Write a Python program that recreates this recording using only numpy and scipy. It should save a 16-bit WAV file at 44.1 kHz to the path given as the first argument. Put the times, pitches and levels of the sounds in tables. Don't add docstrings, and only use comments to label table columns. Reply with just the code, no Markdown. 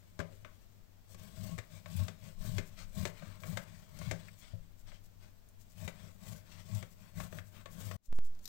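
import sys
import numpy as np
from scipy import signal
from scipy.fft import rfft, irfft
from scipy.io import wavfile
from scipy.ndimage import uniform_filter1d

SR = 44100
rng = np.random.default_rng(int(sys.argv[2]) if len(sys.argv) > 2 else 0)


def waveform_to_disk(signal):
    frames = np.transpose(np.atleast_2d(signal))
    scaled = np.clip(frames, -1, 1) * 32767
    samples = np.round(scaled).astype(np.int16)
    wavfile.write(sys.argv[1], SR, samples)


N = 373968
TIME = np.arange(N) / SR
HZ = np.fft.rfftfreq(N, 1 / SR)

# f/Hz, level/dB
ROOM_TONE = [(20, -72.5), (60, -80), (100, -96), (140, -95.5), (200, -85.5), (300, -95.5), (520, -101),
             (630, -96.5), (740, -102), (2500, -110), (7500, -111), (9300, -121), (15500, -113)]
HISS = [(20, -80.5), (60, -99.5), (800, -110), (4000, -115), (9500, -123), (12000, -120), (14500, -111),
        (15800, -115)]
# f/Hz, t60/s
KITCHEN_DECAY = [(200, 0.26), (550, 0.34), (1500, 0.27), (4000, 0.18), (10000, 0.088)]
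# t/s, level/dB
REVERB_SEND = [(1.0, -9.5), (1.1, -13.5)]
# t/s, level/dB
MIC_JOLTS = [(2.408, -37.5), (4.6, -43)]
# t/s, level/dB
THUMP_TICKS = [(8.1276, -35), (8.1883, -34)]

# t/s, level/dB
SHELL_CRACKS = [(8.35, -60), (8.391, -56.5), (8.444, -60), (8.4553, -36.5), (8.4763, -38)]
# t/s, level/dB
GLOVE_SLIPS = [(.355, -66), (2.675, -57), (3.79, -63), (4.4, -55.5), (4.8, -62.5), (5.055, -62.5),
               (5.617, -60.5), (5.714, -60.5), (6.92, -62), (7.475, -62.5), (7.725, -54.5), (8.055, -50),
               (8.166, -61), (8.257, -58), (8.45, -56.5)]
# f/Hz, level/dB
SHELL_SPECTRUM = [(500, -24), (3000, -20), (4300, -8), (6300, -9), (9000, -21), (12000, -15), (14000, -9),
                  (15800, -38)]
GLOVE_SPECTRUM = [(1000, -15), (4000, -3.5), (7500, 5), (9000, -4), (12000, -2), (15800, 0.5)]

# f/Hz, width/Hz, level/dB
BOWL_RESONANCES = [(165.6, 32.4, 5), (196.6, 26.6, -1.5), (60, 132, -4), (629.4, 43, -8), (1094, 75, -17)]
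BOX_RESONANCES = [(595, 120, 12.9), (1082, 13, 5.2), (3340, 300, 3.7), (7980, 1130, 4.7)]
# f/Hz, level/dB, t60/s
BOWL_MODES = [(101.2, 8, 0.21), (167.4, 1.5, 0.35), (249, -0.5, 0.093), (404, -3, 0.11), (509.4, -6, 0.24),
              (573, 0.5, 0.17), (602.6, 9.5, 0.082), (666, 3, 0.091)]
# f/Hz, level/dB
STEEL_MODES = [(1371, -3), (1596, -0.5), (2085, 1), (2258, -1.5), (2745, -2), (3687, 3), (6420, 3)]
# t/s, level/dB
BOWL_BUMPS = [(0.193, -40), (0.425, -51), (4.533, -37)]
# t/s, level/dB, centre/Hz
DULL_CLACKS = [(0.2005, -28, 1440), (4.283, -39.5, 2030)]
# t/s, clatter/dB, thud/dB, hollow/dB,
# bright/dB, wall ping/dB
KNOCKS_AND_TICK = [(0.1912, -41, -40.5, -40.5, -54, -64), (0.2021, -38.5, -45.5, -46.5, -56, -64),
                   (0.325, -60, -56, -67, -79, -70), (0.4475, -44.5, -58, -57.5, -68, -47),
                   (1.146, -53, -54.5, -68, -61, -57), (1.58, -43.5, -46.5, -60, -57, -48),
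                   (1.5862, -37.5, -47, -55.5, -53, -64), (1.859, -44, -66, -53.5, -62, -41),
                   (2.0819, -37.5, -49.5, -54, -52.5, -45), (2.5823, -30, -39, -48, -46, -47),
                   (3.0533, -31, -42.5, -39.5, -44.5, -64), (3.074, -44, -64, -55, -52, -61),
                   (3.222, -49, -65, -51.5, -91, -51), (3.435, -41, -60, -52, -66, -39.5),
                   (3.572, -32, -52, -43.5, -47.5, -44), (3.989, -58, -63, -59, -53.5, -57),
                   (4.0148, -49, -62, -54, -82, -41), (4.1116, -31.5, -37, -41.5, -43.5, -58),
                   (4.9175, -53.5, -74, -60.5, -76, -61), (5.878, -36, -48.5, -50.5, -51, -60),
                   (6.8263, -41.5, -50, -56, -56.5, -54), (7.202, -38, -63, -53.5, -57, -34.5),
                   (7.325, -45.5, -52.5, -53, -70, -46.5), (7.3862, -41, -60, -61, -63, -69),
                   (7.658, -39.5, -57, -53.5, -62.5, -37), (7.9125, -40, -51, -49.5, -56, -44.5)]
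# f/Hz, level/dB
CLATTER_SPECTRUM = [(80, -17.5), (400, 10.5), (700, 7.5), (900, 3.5), (1200, 8), (1700, 5), (2350, -0.5),
                    (2900, -11.5), (3400, -8.5), (5500, -6.5), (8100, -4.5), (9000, -17.5), (15800, -24)]

# t/s, level/dB
HAM_CATCHES = [(1.456, -34.5), (1.956, -29.5), (2.486, -36), (2.98, -30), (3.037, -29.5), (3.235, -39),
               (3.5, -31), (4.078, -32)]
# t/s, half length/s, f/Hz, level/dB
CHATTERS = [(2.012, 0.04, 97, -25), (2.488, 0.03, 106.3, -31.5), (2.577, 0.018, 99, -28.5),
            (3.002, 0.032, 94.2, -33.5), (4.075, 0.02, 100, -32), (5.866, 0.034, 92.3, -34.5),
            (6.322, 0.028, 96.7, -37), (6.757, 0.04, 101.4, -29.5), (7.4, 0.027, 95.3, -38),
            (7.949, 0.028, 95.3, -37.5)]
# t/s, level/dB, lower band edge/Hz
SHRED_SNAPS = [(1.9645, -31, 8300), (2.951, -39, 4500), (3.012, -36, 4500), (3.403, -41, 3480),
               (3.988, -43, 4070), (5.487, -48, 6400), (6.748, -32.5, 4500), (7.854, -36, 5600)]
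# fastest at t/s, speeding up/s, slowing down/s, cutting/dB, rubbing/dB, shaking/dB
DOWN_STROKES = [(1.48, 0.19, 0.14, -62, -61.5, -36), (2.0, 0.14, 0.12, -60, -59, -34.5),
                (2.465, 0.074, 0.061, -57, -58.5, -31), (2.565, 0.077, 0.05, -58.5, -60, -35),
                (3.01, 0.072, 0.092, -55.5, -52.5, -31), (3.52, 0.12, .13, -59.5, -56, -37),
                (4.085, 0.17, 0.092, -63.5, -57.5, -34.5), (5.85, 0.096, 0.058, -60, -58, -39.5),
                (6.305, 0.1, 0.095, -59.5, -58, -38.5), (6.745, 0.1, 0.11, -60, -57.5, -38.5),
                (7.21, 0.068, 0.082, -58.5, -54, -32.5), (7.86, 0.16, 0.15, -59, -56.5, -37.5)]
LIGHT_PASSES = [(.335, 0.044, 0.054, -89, -78, -68), (1.145, 0.072, 0.013, -66, -80, -57),
                (1.22, 0.053, 0.1, -66.5, -66, -46.5), (1.74, 0.052, 0.084, -67, -67, -46.5),
                (2.27, 0.074, 0.067, -69, -65.5, -43.5), (2.8, 0.03, 0.065, -68, -55.5, -49),
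                (3.25, 0.12, 0.14, -71, -54.5, -48), (3.72, 0.28, 0.21, -74.5, -63.5, -50),
                (4.21, 0.033, 0.11, -85, -67.5, -53), (4.435, 0.032, 0.12, -81, -63, -72),
                (4.885, 0.025, 0.11, -82, -64, -59.5), (5.265, 0.079, 0.049, -80, -68, -64),
                (6.04, 0.12, 0.088, -71.5, -61, -46.5), (6.58, 0.13, 0.06, -69, -60.5, -51.5),
                (7.04, 0.067, 0.089, -76, -63, -53.5), (7.38, 0.081, 0.03, -62.5, -59, -39.5),
                (7.57, 0.051, 0.072, -71, -56, -62)]
CUTTING, RUBBING, SHAKING = 3, 4, 5
# t/s, level/dB
RESTING_GRIP = [(.6, -1.5), (.9, -9.5), (1.2, 0), (3.0, 4.5), (3.4, -1), (4.3, 5), (4.65, -5.5),
                (5.5, -5.5), (5.8, 1.5), (7.9, 2.5)]
# f/Hz, level/dB
CUT_SPECTRUM = [(500, 5.5), (1500, -3.5), (4000, 4), (8200, 4.5), (8900, -2), (11300, 1), (13000, 3.5),
                (15800, 5)]
RUB_SPECTRUM = [(150, 5), (300, 2.5), (500, -10.5), (850, 2.5), (1500, 3.5), (2400, 4), (2800, -0.5),
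                (5000, -2.5), (8200, -11.5), (9000, -14), (15800, -42)]
# t/s, level/dB
RUB_TREBLE = [(2.8, 7), (3.25, -5), (4.3, 8), (6.0, 0.5), (6.6, 4.5), (7.57, -7)]

GRATING_END_S = 7.966


def amp(db):
    return 10 ** (np.asarray(db) / 20)


def unit(x):
    return x / np.sqrt(np.mean(abs(x) ** 2) + 1e-30)


def read(points, hz):
    f, value = np.transpose(points)
    return np.interp(np.log(hz + 1), np.log(f), value)


def curve(rows):
    return np.interp(TIME, *np.transpose(rows))


def add(mix, s, sound):
    part = mix[max(round(s * SR), 0):][:len(sound)]
    part += sound[:len(part)]


def colour(x, gain):
    return irfft(rfft(x) * gain, N)


def causal(x, db):
    mirrored = np.r_[db, db[-2:0:-1]]
    phase = -signal.hilbert(np.log(amp(mirrored))).imag[:len(db)]
    return irfft(rfft(x) * amp(db) * np.exp(1j * phase))


def noise():
    return rng.standard_normal(N)


def wander(rate_hz):
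    return unit(colour(noise(), np.exp(-(HZ / rate_hz) ** 2)))


def peak(hz, width):
    return 1 / (1 + 2j * (HZ - hz) / width)


def grains(per_s, spread_db, smooth):
    size = amp(spread_db * np.minimum(rng.exponential(1, N), 5))
    slips = size * np.sign(noise()) * (rng.random(N) < per_s / SR)
    return unit(unit(slips) + smooth * noise())


def bursts(rows, spectrum, decay_s, gain_db):
    out, t, hz = np.zeros(N), np.arange(2 ** 11) / SR, np.fft.rfftfreq(2 ** 11, 1 / SR)
    for s, db in rows:
        burst = rng.standard_normal(len(t)) * np.exp(-t / decay_s)
        add(out, s, causal(burst, read(spectrum, hz) + db + gain_db))
    return out


def noise_floor(spectrum):
    return colour(noise(), np.sqrt(SR / 2) * amp(read(spectrum, HZ)))


def motor_hum(hz=98):
    level = amp(-60.5 + 2 * wander(8.9)) * np.sqrt(2)
    return level * np.sin(2 * np.pi * hz * TIME + .5 * wander(6))


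def whistle(hz=14300, drift_hz=600):
    fuzz = wander(150)
    pitch = hz + drift_hz * wander(2)
    return amp(-84) * unit(fuzz * np.sin(2 * np.pi * np.cumsum(pitch) / SR))


def kitchen(x):
    hz, t, bands = signal.stft(rng.standard_normal(SR // 2), SR, nperseg=256)
    decay = amp(-60 * t / read(KITCHEN_DECAY, hz)[:, None])
    tail = signal.istft(bands * decay, SR, nperseg=256)[1]
    tail *= 1 - np.exp(-(np.arange(len(tail)) / SR / 0.0059) ** 2)
    return signal.fftconvolve(x, tail / np.linalg.norm(tail))[:N]


def mic_rumble(rise_db_per_s=247, fall_db_per_s=22.5):
    level = sum(amp(db - np.maximum((s - TIME) * rise_db_per_s, (TIME - s) * fall_db_per_s))
                for s, db in MIC_JOLTS)
    return unit(colour(noise(), abs(peak(hz=20.8, width=15)) ** 2)) * level


def mic_thump(start_s=8.083, rise_s=0.1, steepness=1.7):
    age = np.maximum(TIME - start_s, 0) / rise_s
    swing = amp(-21.2) * age * np.exp((1 - age ** steepness) / steepness)
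    for s, db in THUMP_TICKS:
        swing -= amp(db) * (TIME >= s) * np.exp(-abs(TIME - s) / 0.067)
    return swing


def egg():
    shell = bursts(SHELL_CRACKS, SHELL_SPECTRUM, decay_s=0.0047, gain_db=14.0)
    return shell + amp(-13) * kitchen(shell)


def glove(half_length_s=0.021):
    slips = grains(per_s=2500, spread_db=1.5, smooth=0.27)
    rustle = unit(colour(slips, amp(read(GLOVE_SPECTRUM, HZ))))
    return rustle * sum(amp(db) * np.exp(-((TIME - s) / half_length_s) ** 2) for s, db in GLOVE_SLIPS)


def bowl_ring(blow_spectrum, gain_db, rise_s, detune):
    t, out = np.arange(2 ** 14) / SR, 0
    for hz, db, t60 in BOWL_MODES:
        turns = hz * (1 + detune * rng.standard_normal()) * t
        level = amp(gain_db + db + read(blow_spectrum, hz) - 60 * t / t60)
        out = out + rng.choice([-1, 1]) * level * np.sin(2 * np.pi * turns)
    return out * (1 - np.exp(-t / rise_s))


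def bowl_bumps():
    out = np.zeros(N)
    soft_blow = [(100, -0.5), (250, -13.5), (600, -20.0), (900, -18)]  # f/Hz, level/dB
    for s, db in BOWL_BUMPS:
        add(out, s, bowl_ring(soft_blow, db, rise_s=0.0046, detune=0.013))
    return out


def steel_db(q=77):
    return 10 * np.log10(1 + sum(amp(db) ** 2 * abs(peak(hz, hz / q)) ** 2 for hz, db in STEEL_MODES))


def steel_clacks():
    band = np.array([(0.5, -26), (0.8, 0), (1.15, 0), (1.45, -16), (4, -36)])
    return sum(bursts([(s, db)], band * [hz, 1], decay_s=0.0074, gain_db=7.5)
               for s, db, hz in DULL_CLACKS)


def knocks_and_tick(wall_hz=1103, wall_t60_s=0.042):
    out, t, hz = np.zeros(N), np.arange(2 ** 14) / SR, np.fft.rfftfreq(2 ** 14, 1 / SR)
    body_db = read(CLATTER_SPECTRUM, hz) + np.interp(hz, HZ, steel_db()) + 14.4
    for s, db, thud_db, hollow_db, bright_db, ping_db in KNOCKS_AND_TICK:
        clatter = rng.standard_normal(len(t)) * (np.exp(-t / 0.0055) + 0.063 * np.exp(-t / 0.061))
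        contact = np.diff(rng.standard_normal(len(t)), prepend=0) * np.exp(-t / 0.0014)
        ping = amp(ping_db - 60 * t / wall_t60_s) * np.sin(2 * np.pi * wall_hz * t)
        lows = [(380, thud_db), (600, hollow_db)]
        highs = [(1300, db - 13.0), (3000, db), (5500, bright_db + 6)]
        add(out, s, causal(clatter, body_db + read(lows + highs, hz)))
        add(out, s, amp(bright_db - 0.5) * contact + ping)
        add(out, s, bowl_ring(lows, gain_db=0, rise_s=0.0032, detune=0.011))
    return out


def ham_catches(hz=160.5, half_length_s=0.0078):
    out, t = np.zeros(N), np.arange(-2 ** 11, 2 ** 11) / SR
    jerk = np.exp(-(t / half_length_s) ** 2) * np.cos(2 * np.pi * hz * t)
    for s, db in HAM_CATCHES:
        add(out, s + t[0], amp(db) * jerk)
    return out


def chatter():
    out, unsteady = np.zeros(N), 1 + 0.046 * wander(33)
    for s, half_s, hz, db in CHATTERS:
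        near = abs(TIME - s) < 3 * half_s
        angle = 2 * np.pi * np.cumsum(hz * unsteady[near]) / SR
        level = amp(db) * np.exp(-((TIME[near] - s) / half_s) ** 2)
        out[near] += level * (np.sin(angle) + 0.073 * np.sin(2 * angle))
    return out


def strokes_db(column, stretch, rest_db, lag_s=0, edge_db=12.5):
    power = amp(curve(RESTING_GRIP) + rest_db) ** 2
    t = TIME[::64]
    for rows, flatness in (DOWN_STROKES, 2.22), (LIGHT_PASSES, 3.54):
        columns = np.array(rows).T[:, :, None]
        s, rise, fall = columns[:3]
        away = np.maximum((s - t) / rise, (t - s) / fall) / stretch
        swells = amp(columns[column] - edge_db * abs(away) ** flatness)
        power += np.interp(TIME, t, (swells ** 2).sum(0))
    return np.interp(TIME - lag_s, TIME, 10 * np.log10(power))


def shudder():
    shake_db = strokes_db(SHAKING, stretch=0.9, rest_db=-59.5, lag_s=0.0051)
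    grater = unit(colour(noise(), peak(hz=99.6, width=21) ** 2))
    tugs = grains(per_s=130, spread_db=-0.5, smooth=0.39)
    hollow = sum(amp(db) * abs(peak(hz, width)) ** 2 for hz, width, db in BOWL_RESONANCES)
    bowl = unit(colour(tugs, hollow))
    return grater * amp(0.79 * shake_db - 15.5) + bowl * amp(0.89 * shake_db - 10.5)


def shred_snaps():
    band = np.array([(0.3, -42), (0.75, -17), (1, -2), (1.5, -2), (3, -10)])
    return sum(bursts([(s, db)], band * [hz, 1], decay_s=0.0082, gain_db=-5)
               for s, db, hz in SHRED_SNAPS)


def hand_damping(x, patchy_db=3.0):
    bands = signal.stft(x, SR, nperseg=1024, noverlap=768)[2]
    patches = uniform_filter1d(rng.standard_normal(bands.shape), size=5, axis=0)
    patches = uniform_filter1d(patches, size=14, axis=1)
    bands *= amp(patchy_db * unit(patches))
    return unit(signal.istft(bands, SR, nperseg=1024, noverlap=768)[1][:N])


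def rasp():
    box = 1 + sum((amp(db) - 1) * abs(peak(hz, width)) ** 2 for hz, width, db in BOX_RESONANCES)
    box *= amp(0.4 * steel_db())
    rows_of_teeth = wander(41)
    tearing = grains(per_s=3600, spread_db=2.0, smooth=0.33)
    cut = hand_damping(colour(tearing, amp(read(CUT_SPECTRUM, HZ)) * box))
    cut *= amp(strokes_db(CUTTING, stretch=0.94, rest_db=-78.5) + 8.5 + 1.77 * rows_of_teeth)
    friction = grains(per_s=1200, spread_db=3.5, smooth=1.95)
    rub = hand_damping(colour(friction, amp(read(RUB_SPECTRUM, HZ)) * box))
    treble = colour(rub, 1 - np.exp(-(HZ / 2800) ** 2))
    rub += (amp(curve(RUB_TREBLE)) - 1) * treble
    rub *= amp(strokes_db(RUBBING, stretch=0.94, rest_db=-78.5) + 1.0 + 1.5 * rows_of_teeth)
    return cut + rub


def scene():
    scrape = rasp() + shred_snaps()
    blows = knocks_and_tick() + bowl_bumps()
    low_end = shudder() + ham_catches() + chatter() + mic_rumble()
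    grating = scrape + blows + low_end + steel_clacks()
    grating += kitchen(amp(curve(REVERB_SEND)) * (scrape + blows))
    room_tone = noise_floor(ROOM_TONE) * amp(-1.97 + 0.2 * wander(1.4))
    hum = motor_hum()
    right = noise_floor(HISS)
    at_grater = grating + room_tone + hum + whistle()
    at_egg = egg() + amp(2.5) * room_tone + amp(-2.0) * hum
    left = glove() + np.where(TIME < GRATING_END_S, at_grater, at_egg)
    dip_db = -21 * np.clip(1 - (TIME - 8.01) / 0.13, 0, 1)
    dip = np.where(TIME < GRATING_END_S, 1, amp(dip_db))
    return np.array([left, right]) * dip + amp([[-1], [.5]]) * mic_thump()


def record(dry):
    lowpass = signal.firwin(511, 15850, window=("kaiser", 8), fs=SR)
    return signal.oaconvolve(dry, lowpass[None], "same", axes=1)


dry = scene()
out = record(dry)
waveform_to_disk(out)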